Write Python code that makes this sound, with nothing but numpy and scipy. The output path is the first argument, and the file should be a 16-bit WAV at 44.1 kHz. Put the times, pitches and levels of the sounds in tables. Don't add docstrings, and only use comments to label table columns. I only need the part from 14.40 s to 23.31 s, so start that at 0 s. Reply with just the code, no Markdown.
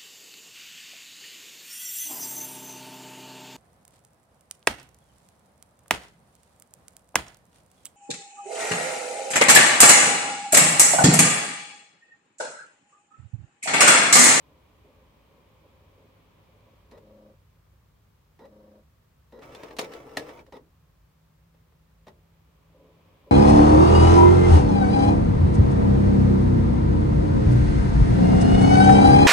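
import sys
import numpy as np
from scipy import signal
from scipy.fft import rfft, irfft, next_fast_len
from scipy.io import wavfile

SR = 44100
rng = np.random.default_rng(int(sys.argv[2]) if len(sys.argv) > 2 else 0)


def store_wav(level_fs):
    pcm = np.round(np.clip(np.atleast_2d(level_fs), -1, 1) * 32767)
    wavfile.write(sys.argv[1], SR, pcm.T.astype(np.int16))


N = 392931
TIME = np.arange(N) / SR


def from_db(db):
    return 10 ** (np.asarray(db) / 20)


def rms_one(x):
    return x / np.sqrt(np.mean(x ** 2) + 1e-20)


def at_hz(points, hz):
    f, value = np.transpose(points)
    return np.interp(np.log(np.maximum(hz, 1)), np.log(np.maximum(f, 1)), value)


def gate(start, end, attack_s, release_s):
    return np.clip((TIME - start) / attack_s, 0, 1) * np.clip((end - TIME) / release_s + 1, 0, 1)


def drift(per_s):
    knots = rng.standard_normal(int(N / SR * per_s) + 3)
    return rms_one(np.interp(TIME * per_s, np.arange(len(knots)), knots))


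def colour(x, spectrum, size=4096):
    cepstrum = irfft(np.log(from_db(at_hz(spectrum, np.fft.rfftfreq(size, 1 / SR)))))
    cepstrum[1:size // 2] *= 2
    cepstrum[size // 2 + 1:] = 0
    response = irfft(np.exp(rfft(cepstrum)))
    return signal.oaconvolve(x, response / np.linalg.norm(response))[:N]


def resonate(x, modes):
    out = 0
    for k, (hz, width, db) in enumerate(modes):
        r = np.exp(-np.pi * width / SR)
        feed = (1 - r * r) / 2
        feedback = [1, -2 * r * np.cos(2 * np.pi * hz / SR), r * r]
        out = out + (-1) ** k * from_db(db) * signal.lfilter([feed, 0, -feed], feedback, x + 1e-18)
    return out


def teeth(per_s, jitter, uneven_db):
    passed = np.cumsum(per_s * (1 + jitter * drift(200))) / SR
    strength = from_db(uneven_db * np.clip(rng.standard_normal(N), -2, 2))
    return rms_one(np.diff(np.floor(passed), prepend=0) * strength)


# (frequency [Hz], side minus mid [dB])
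ROOM_SPREAD = [(60, -20), (150, -11.5), (380, -1), (950, -2), (2380, -1), (5980, 0), (15000, 0.5)]
def wide_noise(spectrum):
    mid, side = (colour(rng.standard_normal(N), spectrum) for _ in range(2))
    size = next_fast_len(N)
    width = from_db(at_hz(ROOM_SPREAD, np.fft.rfftfreq(size, 1 / SR)))
    side = irfft(rfft(side, size) * width, size)[:N]
    return np.array([mid + side, mid - side])


# (frequency [Hz], relative level [dB])
ROOM_TONE = [(20, -33), (32, -31.5), (48, 3.5), (95, -2.5), (130, -7.5), (155, -3.5), (210, -16.5),
             (330, -22), (550, -22.5), (750, -26), (1130, -23), (1400, -28), (10500, -43), (14000, -37.5)]
# (start [s], end [s], pitch [Hz], level [dB])
LOW_HUMS = [(1, 3.64, 101.9, -67), (0.5, 7, 150, -78.5), (6.5, 8.57, 164.2, -66.5)]
def background(room_db=-61.5, fade_s=0.33, waver_hz=2.483):
    hums = 0
    for start, end, hz, db in LOW_HUMS:
        turns = np.cumsum(hz + waver_hz * drift(8.9)) / SR
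        hums += from_db(db) * gate(start, end, fade_s, fade_s) * np.sqrt(2) * np.sin(2 * np.pi * turns)
    return from_db(room_db) * wide_noise(ROOM_TONE) + hums


# (frequency [Hz], relative level [dB])
AIR_TONE = [(100, -12), (200, 3), (330, -1.5), (700, -6), (900, -3.5), (1080, -2), (1450, -16),
            (2050, -13.5), (2370, -9), (2700, -14), (3200, -13), (4500, -23), (8000, -39), (16000, -39)]
# (pitch [Hz], width [Hz], relative level [dB])
CARRIAGE_NOTES = [(274, 43, -6), (427, 28, -2.5), (517, 38, 1), (572, 82, -3.5), (1003, 40, -13.5)]
# (start [s], length [s], level [dB])
SERVO_SHIVERS = [(0.087, .05, -64), (0.436, 0.069, -59), (0.918, 0.1, -62.5), (1.231, 0.033, -57.5),
                 (1.565, 0.1, -60.5), (2.24, .05, -64), (6.071, 0.018, -54.5), (8.328, 0.2, -59.5),
                 (8.859, .07, -54)]
COAST_S, FULL_SPEED_S = 2.4, 8.69
COAST_DB_PER_S, SPIN_UP_DB_PER_S = 18.5, 12
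def spinning_disc(air_db=-66.5, servo_db=-69, edge_s=0.016):
    speed_db = np.maximum(COAST_DB_PER_S * (COAST_S - TIME), SPIN_UP_DB_PER_S * (TIME - FULL_SPEED_S))
    speed = from_db(np.minimum(0, speed_db))
    air = from_db(air_db) * speed * wide_noise(AIR_TONE)
    shivers = sum(from_db(db) * gate(s, s + length, edge_s, edge_s) for s, length, db in SERVO_SHIVERS)
    effort = np.maximum(from_db(servo_db + 2.3 * drift(12)) * speed, shivers)
    return air + effort * rms_one(resonate(rng.standard_normal(N), CARRIAGE_NOTES))


BAND_EDGES = [70, 380, 800, 1600, 3200, 6400, 17000]
# (frequency [Hz], time to fade by 60 dB [s])
CASE_RING_TIME = [(150, 0.54), (500, 0.23), (1500, 0.08), (5000, 0.09), (15000, 0.1)]
# (frequency [Hz], side minus mid [dB])
CASE_SPREAD = [(160, -14), (550, -4.5), (1130, 2), (2260, 2), (4500, -1.5), (10000, 4)]
# (frequency [Hz], left minus right [dB])
CASE_BALANCE = [(160, -3.5), (550, 7.5), (1130, -2.5), (2260, -0.5), (4500, -0.5), (10000, 1)]
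def case_response(direct_db, size=6144, room_ring_s=0.27, echo_db=-35.5):
    t, out = TIME[:size], 0
    room = from_db(echo_db) * np.exp(-np.log(1000) * t / room_ring_s) / np.sqrt(room_ring_s)
    for low, high in zip(BAND_EDGES, BAND_EDGES[1:]):
        band = signal.butter(2, [low, high], "band", fs=SR, output="sos")
        hz = np.sqrt(low * high)
        ring_s = at_hz(CASE_RING_TIME, hz)
        shell = np.exp(-np.log(1000) * t / ring_s) / np.sqrt(ring_s)
        mid, side = map(rms_one, signal.sosfilt(band, rng.standard_normal((2, size)) * (shell + room)))
        side = side * from_db(at_hz(CASE_SPREAD, hz))
        pan = from_db(at_hz(CASE_BALANCE, hz) * np.array([[.5], [-.5]]))
        out = out + pan * np.array([mid + side, mid - side]) * np.sqrt(2 * (high - low) / SR / size)
    out[:, 0] += from_db(direct_db)
    return out / np.hypot(1, from_db(direct_db))


def through_case(x, direct_db, paths):
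    shares = np.array([drift(14) for _ in range(paths)])
    shares = shares / np.linalg.norm(shares, axis=0)
    ring = sum(signal.oaconvolve((x * share)[None], case_response(-np.inf), axes=1)[:, :N]
               for share in shares)
    return (ring + from_db(direct_db) * x) / np.hypot(1, from_db(direct_db))


STEP_PUSHES = [0.79, -0.52, 0.14, -0.28, 0.069, 0.26, 0.44, -0.24]
# (pitch [Hz], width [Hz], relative level [dB])
RAIL_NOTES = [(242, 53, -3.5), (423, 35, 0), (541, 34.6, 4), (623, 68, -1), (890, 110, -20),
              (1127, 60, -26.5)]
# (frequency [Hz], relative level [dB])
STEP_TONE = [(88, -45), (150, 2), (556, 1), (782, -10.5), (945, -3), (1080, -8.5), (1610, -18.5),
             (1940, -21), (2140, -24.5), (3370, -25), (3930, -18.5), (4570, -36), (4930, -23.5),
             (6550, -37), (14000, -42)]
# (start [s], end [s], level [dB])
SLED_CRAWLS = [(2.572, 2.891, -56.5), (4.04, 4.37, -56.5)]
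def sled_crawl(cycle_hz=26.12, wobble=0.00229, attack_s=0.093, release_s=0.076):
    steps = 8 * np.cumsum(cycle_hz * (1 + wobble * drift(15))) / SR + 2.7
    pulses = np.diff(np.floor(steps), prepend=0) * np.array(STEP_PUSHES)[steps.astype(int) % 8]
    friction = .6 * rng.standard_normal(N)
    push = rms_one(pulses) + friction
    throb = rms_one(resonate(push, RAIL_NOTES)) * from_db([[1.2], [-1.2]])
    coils = from_db(-3.5) * np.sqrt(2) * np.sin(2 * np.pi * steps)
    ticks = rms_one(colour(push, STEP_TONE))
    ticks = signal.oaconvolve(ticks[None], case_response(direct_db=-19), axes=1)[:, :N]
    level = sum(from_db(db) * gate(start, end, attack_s, release_s) for start, end, db in SLED_CRAWLS)
    return level * (throb + coils + from_db(-10.5) * ticks)


# (pitch [Hz], width [Hz], relative level [dB])
FRAME_NOTES = [(269, 25, 13), (427, 40, 14)]
# (pitch [Hz], width [Hz], relative level [dB])
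SCREW_NOTES = [(532, 52, 9.5), (910, 220, 4.5), (1926, 53, 4.5)]
# (start [s], end [s], level [dB], step rate [Hz],
# extra frame boom [dB], extra screw song [dB], stopping knock [dB])
SLED_DARTS = [(2.519, 2.584, -51, 570, 11.5, 2.5, -29), (3.991, 4.061, -50.5, 486, 9, 4.5, -28.5),
              (4.922, 4.998, -50.5, 545, 11.5, 3, -28), (6.123, 6.175, -42.5, 440, 3.5, -1, -25),
              (7.668, 7.689, -46, 680, 1, -4.5, -21)]
def sled_darts(edge_s=0.00076):
    force, boom, song = np.zeros((3, N))
    for start, end, db, _, boom_db, song_db, _ in SLED_DARTS:
        running = gate(start, end, edge_s, edge_s)
        force += from_db(db) * running
        boom += from_db(db + boom_db) * running
        song += from_db(db + song_db) * running
    times, rates = zip(*[(s, hz) for start, end, _, hz, *_ in SLED_DARTS for s in (start, end)])
    step_hz = np.interp(TIME, times, rates)
    steps = teeth(step_hz, jitter=.13, uneven_db=3.5) + 0.51 * rng.standard_normal(N)
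    rattle = from_db(-2.0) * colour(force * steps, STEP_TONE)
    ring = resonate(song * steps, SCREW_NOTES) + resonate(boom * steps, FRAME_NOTES)
    return through_case(rattle + ring, direct_db=5.0, paths=1)


# (time [s], pitch [Hz], level [dB], half length [s])
PLASTIC_SQUEAKS = [(5.157, 3490, -53, 0.0062), (5.414, 6900, -39, 0.0014), (5.994, 2330, -53, 0.0038)]
def squeaks():
    out = np.zeros(N)
    wavering_time = np.cumsum(1 + 0.0083 * drift(330)) / SR
    for s, hz, db, half in PLASTIC_SQUEAKS:
        near = np.abs(TIME - s) < .1
        swell = from_db(db) * np.exp(-((TIME[near] - s) / half) ** 2)
        out[near] += swell * np.sqrt(2) * np.sin(2 * np.pi * hz * wavering_time[near])
    return out


# (pitch [Hz], width [Hz], relative level [dB])
PANEL_NOTES = [(293, 26, 0), (431, 13.4, 4.5), (463, 18, -8), (518, 19, 1.5), (610, 26, -8),
               (755, 36, -6.5), (937, 15, 2), (1106, 7.3, -1.5), (2300, 53.5, -0.5), (3240, 73, -12.5)]
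def panels(x, ring_db):
    shake = from_db(ring_db) * x.mean(axis=0)
    return x + sum(resonate(shake, [note]) for note in PANEL_NOTES)


# (frequency [Hz], relative level [dB])
RUMBLE_TONE = [(60, -14.5), (110, -15), (160, -7.5), (210, -10.5), (300, -6), (370, -6.5), (430, -5),
               (500, -2), (650, -9), (950, -11), (1300, -20), (1700, -29.5), (4000, -43)]
# (frequency [Hz], relative level [dB])
SCRAPE_TONE = [(500, -28), (1100, 6), (1600, 1.5), (2250, 3), (2800, -2), (3500, -5), (4500, -10.5),
               (5500, -9), (8000, -17.5), (12000, -27), (15500, -16.5)]
# (time [s], half length [s], change in load [dB])
GEAR_LOADS = [(5.03, 0.0088, 8.5), (5.21, 0.12, 4.5), (5.352, 0.013, -20), (5.44, 0.022, 15.5),
              (5.54, 0.049, 9.5), (5.81, 0.07, 5), (5.89, 0.024, 5.5)]
MOTOR_ON_S, MOTOR_OFF_S = 5.0, 6.01
def loading_gears(rumble_db=-49.5, scrape_db=-60, whine_db=-69, start_hz=1287, rise_hz_per_s=53):
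    running = gate(MOTOR_ON_S, MOTOR_OFF_S, attack_s=.02, release_s=0.012)
    load_db = sum(db * np.exp(-((TIME - s) / half) ** 2) for s, half, db in GEAR_LOADS)
    whine_hz = start_hz + rise_hz_per_s * (np.clip(TIME, MOTOR_ON_S, MOTOR_OFF_S) - MOTOR_ON_S)
    rumble = colour(teeth(126, jitter=.15, uneven_db=5.5) + .8 * rng.standard_normal(N), RUMBLE_TONE)
    scratches = teeth(whine_hz, jitter=.2, uneven_db=6.0) * rng.choice([-1, 1], N)
    scrape = colour(scratches, SCRAPE_TONE) * from_db(0.93 * drift(70))
    whine = np.sqrt(2) * np.sin(2 * np.pi * np.cumsum(whine_hz * (1 + 0.0065 * drift(60))) / SR)
    return running * (from_db(rumble_db + .35 * load_db) * rms_one(rumble)
                      + from_db(scrape_db + load_db) * rms_one(scrape)
                      + from_db(whine_db + 1.1 * load_db) * whine)


def disperse(x, spread_s=.0012, share=0.49):
    for part in (.23, .59, 1):
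        loop = np.r_[1, np.zeros(int(part * spread_s * SR)), share]
        x = signal.lfilter(loop[::-1], loop, x)
    return x


# (time [s], level [dB], brightness [dB])
LEVER_KNOCKS = [(2.512, -33, 9), (5.021, -17, -11), (5.121, -20, -8), (5.148, -21, 9), (5.156, -25, -4),
                (5.233, -9.5, -6), (5.308, -13, -17), (5.366, -24, 12.5), (5.443, -20, 6),
                (5.535, -14.5, 2.5), (5.779, -9.5, -18), (5.891, -11.5, -12), (5.991, -20, -9),
                (6.064, -27, -4), (7.144, -35, -13), (7.322, -35, -12)]
# (time [s], level [dB], brightness [dB], clamp ring [dB], gap between contacts [s])
CLAMP_CLACKS = [(5.3901, 2, 3.5, -23, .0043), (5.771, 0, 1.5, 1, .0015)]
# (delay [gaps], level [dB], brightness [dB], clamp ring [dB])
CLACK_PARTS = [(-1, -7.5, 5.5, -8), (0, 0, 0.5, 0.5), (0.92, -7, 0, -15.5)]
def contacts(rebound_s=.0235, brake_s=.008, knock_ring_db=-13.5):
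    rows = []
    for s, db, bright_db, clamp_db, gap_s in CLAMP_CLACKS:
        rows += [(s + gaps * gap_s, db + part_db, bright_db + edge_db, clamp_db + ring_db)
                 for gaps, part_db, edge_db, ring_db in CLACK_PARTS]
        rows.append((s + rebound_s, db - 15, bright_db + 3, clamp_db))
    for start, end, db, *_, stop_db in SLED_DARTS:
        rows.append((start, db + 25.5, -7, knock_ring_db))
        rows.append((end - brake_s, stop_db, -2.5, knock_ring_db))
    return rows + [(s, db, bright_db, knock_ring_db) for s, db, bright_db in LEVER_KNOCKS]


# (frequency [Hz], relative level [dB])
KNOCK_TONE = [(65, -61), (110, -6.5), (483, 1.5), (717, -2.5), (1310, -9), (1490, -15), (1760, -10.5),
              (3020, -12.5), (3280, -13.5), (3500, -14), (3720, -12), (4040, -13), (7100, -22.5),
              (12700, -29.5), (16000, -39)]
# (pitch [Hz], width [Hz], relative level [dB])
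CLAMP_NOTES = [(282, 23, 0.5), (434, 25, -9.5), (598, 12, -4), (1702, 23.4, 3.5), (1870, 89, 3),
               (2870, 53, -25), (4190, 110, -4), (4485, 67, -26)]
def knocks(split_hz=2000, ring_db=17):
    blows, clamp = np.zeros((2, N)), np.zeros(N)
    dull = signal.butter(1, split_hz, fs=SR)
    for s, db, bright_db, clamp_db in contacts():
        at = round(s * SR)
        shell = disperse(case_response(direct_db=1.0))
        low = signal.lfilter(*dull, shell)
        blow = from_db(db) * (low + from_db(bright_db) * (shell - low))
        blows[:, at:at + blow.shape[1]] += blow[:, :N - at]
        clamp[at] += from_db(db + clamp_db + ring_db)
    plastic = np.array([colour(side, KNOCK_TONE) for side in blows])
    return from_db(-5.0) * (plastic + resonate(clamp, CLAMP_NOTES))


def scene():
    gears = panels(from_db(-2.0) * through_case(loading_gears(), direct_db=0, paths=2), ring_db=-8.0)
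    clacks = panels(knocks(), ring_db=-5)
    return gears + clacks + squeaks() + sled_darts() + sled_crawl() + spinning_disc() + background()


CUTOFF_HZ = 15850
def record(dry):
    return signal.sosfilt(signal.ellip(12, .1, 70, CUTOFF_HZ, fs=SR, output="sos"), dry)


dry = scene()
out = record(dry)
store_wav(out)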